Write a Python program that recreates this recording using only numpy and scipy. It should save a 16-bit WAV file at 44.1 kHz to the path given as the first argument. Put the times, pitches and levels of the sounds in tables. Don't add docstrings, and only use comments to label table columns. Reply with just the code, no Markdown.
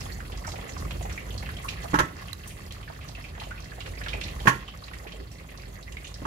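import sys
import numpy as np
from scipy import signal
from scipy.fft import rfft, irfft, next_fast_len
from scipy.io import wavfile
from scipy.ndimage import uniform_filter1d

SR = 44100
rng = np.random.default_rng(int(sys.argv[2]) if len(sys.argv) > 2 else 0)


def master_out(mix):
    frames = np.transpose(np.atleast_2d(mix))
    ceiling = np.clip(frames, -1, 1)
    pcm = np.round(ceiling * 32767).astype(np.int16)
    wavfile.write(sys.argv[1], SR, pcm)


N = 276066
T = np.arange(N) / SR
SHORT_T = T[:15000]
TOP_HZ = 15700

# t/s, lapping level/dB, small bubble level/dB
STIRRING = [(0.0, -52.5, -43.5), (0.23, -50.5, -52), (0.7, -45.5, -46), (1.11, -48, -51.5),
            (1.36, -47.5, -50), (1.88, -51.5, -46.5), (2.02, -49.5, -50.5), (2.28, -56, -49),
            (2.58, -53.5, -53.5), (2.88, -56.5, -51.5), (3.45, -52.5, -51.5), (3.89, -51.5, -50.5),
            (4.18, -45, -48.5), (4.41, -49, -46.5), (4.64, -58, -49), (5.02, -50.5, -53.5),
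            (5.19, -51, -51.5), (5.3, -56.5, -54), (5.58, -54, -54.5), (6.08, -52.5, -56.5),
            (6.26, -54, -50)]
# t/s, level/dB
FIZZ_LEVEL = [(0, -57), (0.11, -54), (0.22, -62.5), (0.4, -60.5), (0.5, -58), (0.78, -59.5), (0.93, -56),
              (1.22, -60.5), (1.57, -59), (1.65, -58), (1.76, -62), (2.0, -58), (2.12, -66), (2.3, -62.5),
              (2.6, -62), (2.78, -65), (3.0, -66), (3.12, -62.5), (3.36, -68.5), (3.45, -62), (3.55, -67),
              (3.8, -62), (4.1, -59.5), (4.27, -61), (4.5, -56), (4.66, -71), (4.95, -63.5), (5.5, -66.5),
              (6.26, -62.5)]
# f/Hz, level/dB
LAP_TONE = [(100, -22.5), (190, -6), (350, -5.5), (550, -4.5), (800, -10.5), (1300, -13.5), (3000, -83)]
BUBBLE_TONE = [(400, 4), (650, 5), (780, 8.5), (970, -0.5), (1150, 3), (1650, 2.5), (2150, 2.5),
               (2650, 0.5), (3400, -1), (5000, -3.5), (7000, -15), (10000, -21.5)]
FIZZ_TONE = [(1500, -15), (4000, -15.5), (7000, 1.5), (8300, -3), (10500, 0.5), (13000, -1.5), (15000, -7),
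             (15800, -45)]
# f/Hz, level/dB
RUMBLE_TONE = [(20, -40), (35, -8.5), (55, 3.5), (85, 1), (130, -4.5), (175, -7.5), (230, -15.5),
               (400, -21), (1000, -47.5)]
# t/s, level/dB
APPLIANCE_LEVEL = [(0.0, -36.5), (0.61, -38), (0.66, -44), (0.82, -34), (1.13, -35), (1.24, -42),
                   (1.27, -36.5), (2.04, -37.5), (2.09, -40.5), (3.68, -41.5), (4.46, -34.5), (4.51, -43.5),
                   (6.19, -42.5), (6.26, -35)]
# t/s, f/Hz, level/dB, time scale/s, spray against bubbles/dB
SPLASHES = [(0.005, 5230, -38.5, 0.0053, 2.5), (0.053, 750, -39.5, 0.004, -10),
            (0.054, 3230, -48, 0.006, 5), (0.097, 1940, -41.5, 0.0065, -3), (0.119, 4620, -40, 0.0069, -13),
            (0.187, 736, -43, 0.0028, 1), (0.202, 1390, -37, 0.005, 6), (0.297, 1000, -40, 0.0055, 15),
            (0.319, 3100, -40, 0.0073, 11), (0.333, 700, -43, 0.008, -10), (0.372, 5200, -42.5, 0.0062, 6),
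            (0.445, 1380, -34, 0.0083, 23), (0.468, 5870, -38.5, 0.0037, -8), (0.475, 850, -33, 0.0038, -2),
            (0.472, 7050, -45, 0.004, -11), (0.477, 2070, -41, 0.003, 12), (0.488, 5400, -39, 0.0085, 7),
            (0.518, 4400, -40, 0.004, 5), (0.537, 700, -35, 0.006, 16), (0.557, 2310, -38, 0.0046, 3),
            (0.583, 700, -36, 0.0057, 7), (0.611, 2570, -42, 0.0045, 6), (0.693, 6500, -42, 0.005, -9),
            (0.734, 5290, -47, 0.0025, -4), (0.764, 1060, -35.5, 0.0044, 2),
            (0.777, 5040, -40.5, 0.011, 14), (0.847, 2080, -45.5, 0.005, -15), (0.906, 1210, -39, 0.005, 9),
            (0.907, 2770, -34, 0.0046, 14), (1.008, 710, -35, 0.005, -11), (1.009, 2840, -45, 0.003, 0),
            (1.026, 6900, -42.5, 0.0053, -12), (1.05, 725, -30.5, 0.0065, -6),
            (1.053, 1900, -41.0, 0.005, 6), (1.095, 2110, -36, 0.007, 3), (1.112, 1330, -39, 0.0049, 8),
            (1.124, 5750, -42, 0.006, 2), (1.176, 2130, -31, 0.0029, -14), (1.203, 2530, -44, 0.003, 14),
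            (1.305, 3240, -39, 0.006, -8), (1.325, 6440, -49, 0.0044, -2), (1.377, 4380, -36, 0.0059, -1),
            (1.425, 1990, -37.5, 0.0037, 18), (1.427, 790, -40, 0.008, 10), (1.459, 2460, -38, 0.0046, 17),
            (1.49, 1550, -32.5, 0.004, 8), (1.567, 3300, -39.5, 0.0036, -7),
            (1.586, 2210, -38.5, 0.0026, -19), (1.628, 7580, -48, 0.004, -4),
            (1.646, 1090, -32, 0.0067, -25), (1.683, 2630, -28.5, 0.005, -12),
            (1.686, 3630, -31.5, 0.005, 16), (1.831, 6300, -47, 0.0035, -4), (1.841, 660, -31.5, 0.006, -2),
            (1.854, 1180, -39, 0.004, 0), (2.165, 4900, -50, 0.003, 0), (2.194, 5050, -51, 0.003, -1),
            (2.281, 2940, -43, 0.009, 1), (2.435, 2700, -44, 0.003, -3), (2.506, 2430, -42.5, 0.0066, 8),
            (2.587, 1140, -47, 0.0055, -8), (2.663, 4650, -49.5, 0.0036, -2),
            (2.707, 3120, -39.5, 0.0052, 2), (2.763, 1150, -46.5, 0.0041, -6),
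            (2.809, 1150, -44, 0.0052, -1), (2.828, 2620, -43, 0.005, 8), (2.876, 1610, -38, 0.0072, 1),
            (2.899, 830, -36.5, 0.0035, 19), (3.01, 2440, -41.0, 0.017, 8), (3.08, 5600, -48, 0.0058, -7),
            (3.086, 4500, -42, 0.0037, 7), (3.092, 696, -46, 0.0031, -5), (3.149, 2720, -39, 0.004, -6),
            (3.179, 730, -42, 0.0042, -6), (3.222, 5070, -51, 0.0036, 2), (3.24, 2500, -38, 0.0083, -5),
            (3.349, 1750, -41, 0.0095, 9), (3.378, 840, -40.0, 0.0032, 2), (3.398, 3130, -36.5, 0.0068, 8),
            (3.413, 850, -33.5, 0.0057, 23), (3.435, 2800, -40, 0.006, 2), (3.467, 650, -40.5, 0.0031, -18),
            (3.508, 1470, -32.5, 0.008, -5), (3.577, 2400, -41.0, 0.0056, 2),
            (3.602, 5240, -47.5, 0.004, 0), (3.622, 4300, -48, 0.003, 4), (3.642, 4930, -46.0, 0.005, 14),
            (3.717, 1680, -39, 0.0042, -7), (3.778, 654, -39.5, 0.007, -1), (3.804, 2900, -35.5, 0.0054, 6),
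            (3.859, 2600, -39, 0.006, 21), (3.86, 1570, -44, 0.004, -2), (3.876, 520, -40, 0.0055, -7),
            (3.974, 2300, -40.5, 0.004, -4), (3.982, 4960, -44, 0.0079, -11), (4.012, 1780, -34, 0.0037, 0),
            (4.035, 2510, -41, 0.01, 2), (4.036, 3720, -41.5, 0.006, 16), (4.061, 1560, -30, 0.004, 7),
            (4.083, 3170, -31.5, 0.0065, 5), (4.131, 2440, -28, 0.006, -3), (4.139, 750, -34, 0.0059, 2),
            (4.212, 2600, -30, 0.0042, 14), (4.235, 4070, -32.5, 0.0067, -1), (4.261, 2180, -39, 0.005, -9),
            (4.282, 2580, -36.5, 0.0057, 9), (4.4, 3000, -38.5, 0.004, 1), (4.403, 770, -38.5, 0.0051, -3),
            (4.678, 2930, -37, 0.0071, -5), (4.838, 4430, -41, 0.0044, -19), (4.88, 2560, -41, 0.0053, 6),
            (4.912, 1150, -41, 0.0058, 10), (4.934, 2040, -37.5, 0.005, 5), (5.046, 735, -44, 0.005, -12),
            (5.061, 438, -38.5, 0.004, 6), (5.07, 2540, -39, 0.0088, 0), (5.12, 3120, -40, 0.005, 1),
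            (5.134, 490, -40, 0.012, 2), (5.19, 328, -41.5, 0.012, -4), (5.205, 400, -43.5, 0.013, 2),
            (5.225, 450, -46, 0.006, -3), (5.386, 2150, -48.5, 0.004, -8), (5.412, 2200, -51, 0.0034, -2),
            (5.488, 2250, -44, 0.0071, 5), (5.519, 2310, -49, 0.004, 6), (5.574, 4630, -45, 0.0034, 16),
            (5.595, 2220, -46.5, 0.004, 5), (5.618, 4480, -49, 0.0035, 4), (5.633, 1900, -44.5, 0.0032, 3),
            (5.651, 1900, -49, 0.0043, -4), (5.755, 1900, -52, 0.003, -10), (5.774, 2050, -49, 0.0034, -12),
            (5.827, 4180, -45, 0.0036, -1), (5.877, 2000, -40, 0.0042, -12),
            (5.921, 2920, -44.5, 0.004, 13), (5.922, 6550, -47.5, 0.0034, 8),
            (5.968, 2200, -34.5, 0.0037, -7), (6.044, 2760, -38.5, 0.005, 4),
            (6.047, 6370, -47, 0.004, -10), (6.068, 3380, -40.5, 0.007, 10),
            (6.075, 7350, -47.5, 0.0044, 2), (6.141, 4670, -40, 0.0046, 2)]
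# t/s, level/dB, f/Hz, sharpness of the ring (Q), time to fade by 60 dB/s,
# share sent to the room/dB, lean to the right/dB
TONG_CLICKS = [(1.642, -46, 10000, 4.4, 0.15, 2.5, 3), (1.84, -51, 9000, 2, 0.044, 3, 2),
               (2.3306, -38.5, 4000, 20, 0.012, -17, 10), (2.475, -44, 9000, 3.9, 0.065, 3.5, 3),
               (2.723, -46, 4160, 13, 0.023, 0, 3), (4.209, -51, 5100, 5.8, 0.044, -6, 5),
               (4.774, -54.5, 6160, 7.8, 0.03, -7, 3.5), (4.986, -52.5, 5100, 3.3, 0.033, -10, 6),
               (5.316, -54, 5400, 11, 0.046, 4.5, 8)]
# t/s, level/dB, place (0 = wall, 1 = bottom), contact time/s,
# ring level/dB, thud level/dB, slap level/dB
LANDINGS = [(1.9337, 3, 0.03, 0.00051, -8, -8.5, -35), (1.94, 0, 0.03, 0.0002, 0.5, -9.5, -17),
            (1.953, -8, 0.1, 0.00011, 0.5, -19, -10.5), (1.9875, -0.5, 0.23, 0.00009, -5, -7.5, -7.5),
            (1.998, -3, 0.5, 0.00011, 0, -8, -15), (2.001, -9.5, 0.5, 0.00012, -17, 5, -8),
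            (4.456, -15.5, 0.76, 0.00017, 2, 10.5, -7), (4.47, -3.5, 1, 0.00017, -6, -1, -12),
            (4.473, 4, 1, 0.000071, 0, -4.5, -12), (4.481, -10, 0.8, 0.000036, -6, 1.5, 1),
            (4.488, -11, 0.98, 0.00007, -9, 0.5, -2.5), (6.218, -24, 0.53, 0.00036, 0, 11.5, -22),
            (6.252, -0.5, 0.9, 0.00041, -4.5, -21, -25)]
# f/Hz, time to fade by 60 dB/s, level/dB when hit on wall, corner, bottom
DISH_NOTES = [(288, 0.18, 4, -15, -4), (388, 0.1, -10, -8, -7), (612, 0.22, -18, -1, -9),
              (830, 0.15, -2, -6, 3), (889, 0.08, 11, 6, 10), (938, 0.14, 4, -2, 9),
              (1015, 0.07, 2, 10, 13), (1072, 0.15, -2, 6, 12), (1116, 0.12, 2, -2, 8),
              (1228, 0.1, -15, 2, -1), (1320, 0.11, 10.5, 10, 1), (1378, 0.11, 3, 1, 12.5),
              (1440, 0.1, 9, 10, 7), (1503, 0.08, 4, -2, 9), (1632, 0.08, 3, 7, 12), (1688, 0.1, 6, 3, 12),
              (1775, 0.2, -11, 3, 5), (1852, 0.19, -13, -1, 10), (1916, 0.35, -16, -2, -4),
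              (1992, 0.1, 1, 3, 3), (2175, 0.08, -11, -2, 6), (2335, 0.09, -12, -10, 0),
              (2385, 0.12, -10, -10, -2), (2452, 0.14, -17, -13, 0), (2505, 0.15, -20, -8, -8),
              (2588, 0.1, -16, -7, -4), (2820, 0.1, -15, -8, -5), (2932, 0.13, -19, -18, -2),
              (3235, 0.11, -16, -17, 0)]
# f/Hz, time to fade by 60 dB/s, level/dB
TABLE_NOTES = [(130.4, 0.32, -1.5), (174, 0.12, 4.5)]
# f/Hz, level/dB
RATTLE_TONE = [(150, -18), (380, -23), (560, -40), (740, -16), (950, 4), (1080, 7.5), (1250, -2),
               (1420, -3), (1780, 3), (2100, -7.5), (3200, -8), (5000, -29), (12000, -63)]
THUD_TONE = [(35, -43), (70, -46), (125, 1.5), (180, 5.5), (240, 1), (340, 3), (480, -2), (800, -10),
             (3000, -89)]
SLAP_TONE = [(500, -65), (1500, 8), (3000, 5.5), (4100, 0.5), (4900, -1.5), (6200, 2), (8500, -8),
             (11500, -4.5), (15500, -20)]
# f/Hz, level of left over right/dB
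MIC_TILT = [(1500, 0), (4500, -1), (6600, -3), (7700, -2), (8800, 8), (15000, 1.5)]


def gain(db):
    return 10 ** (np.asarray(db) / 20)


def unit(x):
    return x / np.sqrt(np.mean(x ** 2))


def burst(x):
    return x * np.sqrt(.015 * SR / np.mean(np.sum(x ** 2, axis=-1)))


def colour(x, points):
    hz, db = np.transpose(points)
    n = 2 * next_fast_len(x.shape[-1] // 2 + 2048)
    bin_hz = np.arange(n // 2 + 1) * SR / n
    log_gain = np.log(gain(np.interp(np.log(bin_hz + 1), np.log(hz), db)))
    cepstrum = irfft(log_gain) * np.r_[1, np.full(n // 2 - 1, 2), np.zeros(n // 2)]
    return irfft(rfft(x, n) * np.exp(rfft(cepstrum)))[..., :x.shape[-1]]


def resonate(x, hz, q):
    return signal.lfilter(*signal.iirpeak(min(hz, TOP_HZ), max(q, 1), fs=SR), x)


def fade(t60):
    return np.exp(-np.log(1000) * SHORT_T / t60)


def noise(size, alike):
    mid, side = rng.standard_normal((2, size))
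    return (np.sqrt(1 + alike) * mid + np.sqrt(1 - alike) * np.array([side, -side])) / np.sqrt(2)


def flicker(rate):
    step = int(SR / rate)
    stairs = np.repeat(rng.standard_normal(N // step + 1), step)
    return unit(uniform_filter1d(stairs, step)[:N])


def pan(x, right_db):
    return x * gain([[-right_db / 2], [right_db / 2]])


def from_right(x, lag_s):
    return np.array([np.pad(x[0], (int(lag_s * SR), 0))[:N], x[1]])


def add(out, start, x):
    i = int(np.clip(start * SR, 0, N - 1))
    out[:, i:i + x.shape[-1]] += x[..., :N - i]


def echoes(x, t60, wet_db, build_s):
    tail = rng.standard_normal((2, len(SHORT_T))) * fade(t60) * (1 - np.exp(-(SHORT_T / build_s) ** 2))
    tail /= np.sqrt(np.sum(tail ** 2, axis=1, keepdims=True))
    return gain(wet_db) * signal.fftconvolve(x, tail, axes=1)[:, :N]


def bubble(hz, cycles, glide, lag_s=0):
    age = np.maximum(SHORT_T[:int(2 * cycles / hz * SR)] - lag_s, 0) * hz / cycles
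    tone = np.sin(2 * np.pi * cycles * age * (1 + glide * age / 2))
    return tone * np.exp(-np.pi * age) * (1 - np.exp(-20 * age))


def swarm(low_hz, high_hz, cycles, spread_db, smear_t60, count):
    pops = np.zeros((1, N))
    for when, pitch, size in rng.random((count, 3)):
        hz = low_hz * (high_hz / low_hz) ** pitch
        strength = gain(spread_db * size ** 2) * np.sqrt(hz)
        add(pops, when * N / SR, strength * bubble(hz, cycles, glide=0.029))
    jar_echo = noise(len(SHORT_T), 0) * fade(smear_t60)
    return unit(signal.fftconvolve(pops, jar_echo, axes=1)[:, :N])


def brine(bubble_db=1.8, fizz_db=4.5):
    times, lap_curve, bubble_curve = np.transpose(STIRRING)
    spurt_db = flicker(rate=34)
    lap_gain = gain(np.interp(T, times, lap_curve))
    bubble_gain = gain(np.interp(T, times, bubble_curve) + bubble_db + spurt_db)
    fizz_gain = gain(np.interp(T, *np.transpose(FIZZ_LEVEL)) + fizz_db + 1.5 * spurt_db)
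    gulps = noise(N, .65) + gain(-14) * swarm(250, 1100, cycles=3, spread_db=8, smear_t60=.07, count=400)
    bubbles = noise(N, 0) + swarm(1000, 7500, cycles=4, spread_db=10, smear_t60=.065, count=1600)
    fizz = noise(N, 0) + swarm(2900, 15600, cycles=5, spread_db=10, smear_t60=.07, count=1300)
    return (pan(lap_gain * unit(colour(gulps, LAP_TONE)), right_db=4.0)
            + pan(bubble_gain * unit(colour(bubbles, BUBBLE_TONE)), right_db=2.5)
            + pan(fizz_gain * unit(colour(fizz, FIZZ_TONE)), right_db=4.5))


def appliance(hum_hz=52.1, wander_hz=1.56, hum_db=-4):
    wander = unit(colour(rng.standard_normal(N), [(2, 3.5), (6, -10.5), (30, -85)]))
    hum = np.sqrt(2) * np.sin(2 * np.pi * (hum_hz * T + wander_hz * np.cumsum(wander) / SR))
    rumble = unit(colour(noise(N, 1.0), RUMBLE_TONE))
    swell = gain(np.interp(T, *np.transpose(APPLIANCE_LEVEL)) - 0.95)
    return pan(rumble + gain(hum_db) * hum, right_db=1.5) * swell


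def splash(hz, length_s, spray_db, attack_s=0.00041, jar_db=-9, jar_s=0.0086, count=4):
    t = SHORT_T[:4096]
    pop = np.zeros((2, len(t)))
    cycles = 17.3 * (hz / 2490) ** 0.57
    for k, (pitch, size, left, right) in enumerate(rng.standard_normal((count, 4))):
        i = int((.0005 + 1.6 * length_s * k / count) * SR)
        for side, path in enumerate((left, right)):
            ring = bubble(hz * np.exp(0.056 * pitch), cycles, glide=0.013, lag_s=abs(path) * 0.000386)
            pop[side, i:i + len(ring)] += gain(2 * size) * ring[:len(t) - i]
    spray = noise(len(t), 0.43) * (1 - np.exp(-t / attack_s)) * np.exp(-t / (2.4 * length_s))
    spray = resonate(resonate(spray, hz, q=1.47), hz, q=1.42)
    echo = noise(len(t), 0) * t * np.exp(-t / jar_s)
    echo = resonate(resonate(echo, hz, q=2.9), hz, q=2.9)
    return burst(burst(pop) + gain(spray_db + 1.5) * burst(spray) + gain(jar_db) * burst(echo))


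def drips(level_db=-4.0):
    out = np.zeros((2, N))
    for start, hz, db, length_s, spray_db in SPLASHES:
        add(out, start, gain(db) * splash(hz, length_s, spray_db))
    return pan(out, right_db=4.0) * gain(level_db)


def tongs(rim_db=-11, rim_hz=1700):
    direct, to_room = np.zeros((2, N)), np.zeros((2, N))
    for start, db, hz, q, t60, room_db, right_db in TONG_CLICKS:
        crack = noise(len(SHORT_T), 0.11) * fade(t60)
        ring = burst(resonate(crack, hz, q))
        tick = gain(-1.5) * burst(resonate(crack, hz=6500, q=1.4))
        rim = gain(rim_db) * burst(resonate(crack, rim_hz, q=1.7))
        click = pan(gain(db) * burst(ring + tick + rim), right_db)
        add(direct, start, click)
        add(to_room, start, gain(room_db) * click)
    return direct + echoes(to_room, t60=0.38, wet_db=-3.0, build_s=0.0019)


def struck_metal(place, contact_s, ring_db, phase, detune=0.0014):
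    hz, t60, *place_db = np.transpose(DISH_NOTES)
    strength = gain([np.interp(place, [0, .5, 1], note_db) for note_db in np.transpose(place_db)])
    loaded_hz = hz * (1 + detune * rng.standard_normal(len(hz)))
    notes = np.sin(2 * np.pi * loaded_hz[:, None] * SHORT_T + phase[:, :, None])
    ring = np.sum(notes * fade(t60[:, None]) * strength[:, None], axis=1)
    rattle = colour(noise(len(SHORT_T), 0.017) * (fade(0.02) + gain(-11) * fade(0.066)), RATTLE_TONE)
    metal = gain(ring_db - 15) * burst(ring) + gain(-22.5) * burst(rattle)
    push = SHORT_T[:512] * np.exp(-SHORT_T[:512] / (contact_s / 2))
    return signal.fftconvolve(metal, push[None] / push.sum(), axes=1)[:, :len(SHORT_T)]


def table_thud():
    knock = colour(noise(len(SHORT_T), 0.87) * (fade(0.039) + gain(-14.5) * fade(0.44)), THUD_TONE)
    boom = sum(gain(db) * np.sin(2 * np.pi * hz * SHORT_T) * fade(t60) for hz, t60, db in TABLE_NOTES)
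    return burst(knock) + gain(-1) * burst(boom)


def wet_slap(squash_s=0.0028):
    shape = (fade(0.052) + gain(-10) * fade(0.09)) * (1 - np.exp(-SHORT_T / squash_s))
    return burst(colour(noise(len(SHORT_T), 0) * shape, SLAP_TONE))


def pickles_landing():
    out = np.zeros((2, N))
    hz = np.transpose(DISH_NOTES)[0]
    skew = 1.33 * np.minimum(hz / 1500, 1) ** 2 * rng.choice([-1, 1], len(hz))
    phase = np.pi * np.arange(len(hz)) + np.array([skew, -skew]) / 2
    for start, db, place, contact_s, ring_db, thud_db, slap_db in LANDINGS:
        metal = pan(struck_metal(place, contact_s, ring_db, phase), right_db=5.0)
        thud = pan(gain(thud_db - 23) * table_thud(), right_db=2.5)
        slap = pan(gain(slap_db - 20) * wet_slap(), right_db=5.5)
        add(out, start, gain(db) * (metal + thud + slap))
    return out


def scene(jar_lag_s=0.0004, dish_lag_s=0.00027):
    jar = from_right(drips(), jar_lag_s)
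    dish = from_right(pickles_landing(), dish_lag_s)
    room = echoes(jar, t60=0.28, wet_db=-8.5, build_s=0.006)
    room += echoes(dish, t60=0.28, wet_db=-12, build_s=0.0015)
    room = colour(room, [(200, -3), (600, -3.5), (2500, 3), (8000, 3.0)])
    background = from_right(brine() + appliance(), jar_lag_s)
    return background + jar + tongs() + dish + room


def record(dry):
    left = colour(dry[0], [(hz, db / 2) for hz, db in MIC_TILT])
    right = colour(dry[1], [(hz, -db / 2) for hz, db in MIC_TILT])
    top_cut = signal.ellip(10, .2, 80, TOP_HZ, fs=SR, output="sos")
    return signal.sosfilt(top_cut, np.clip([left, right], -1, 1))


dry = scene()
out = record(dry)
master_out(out)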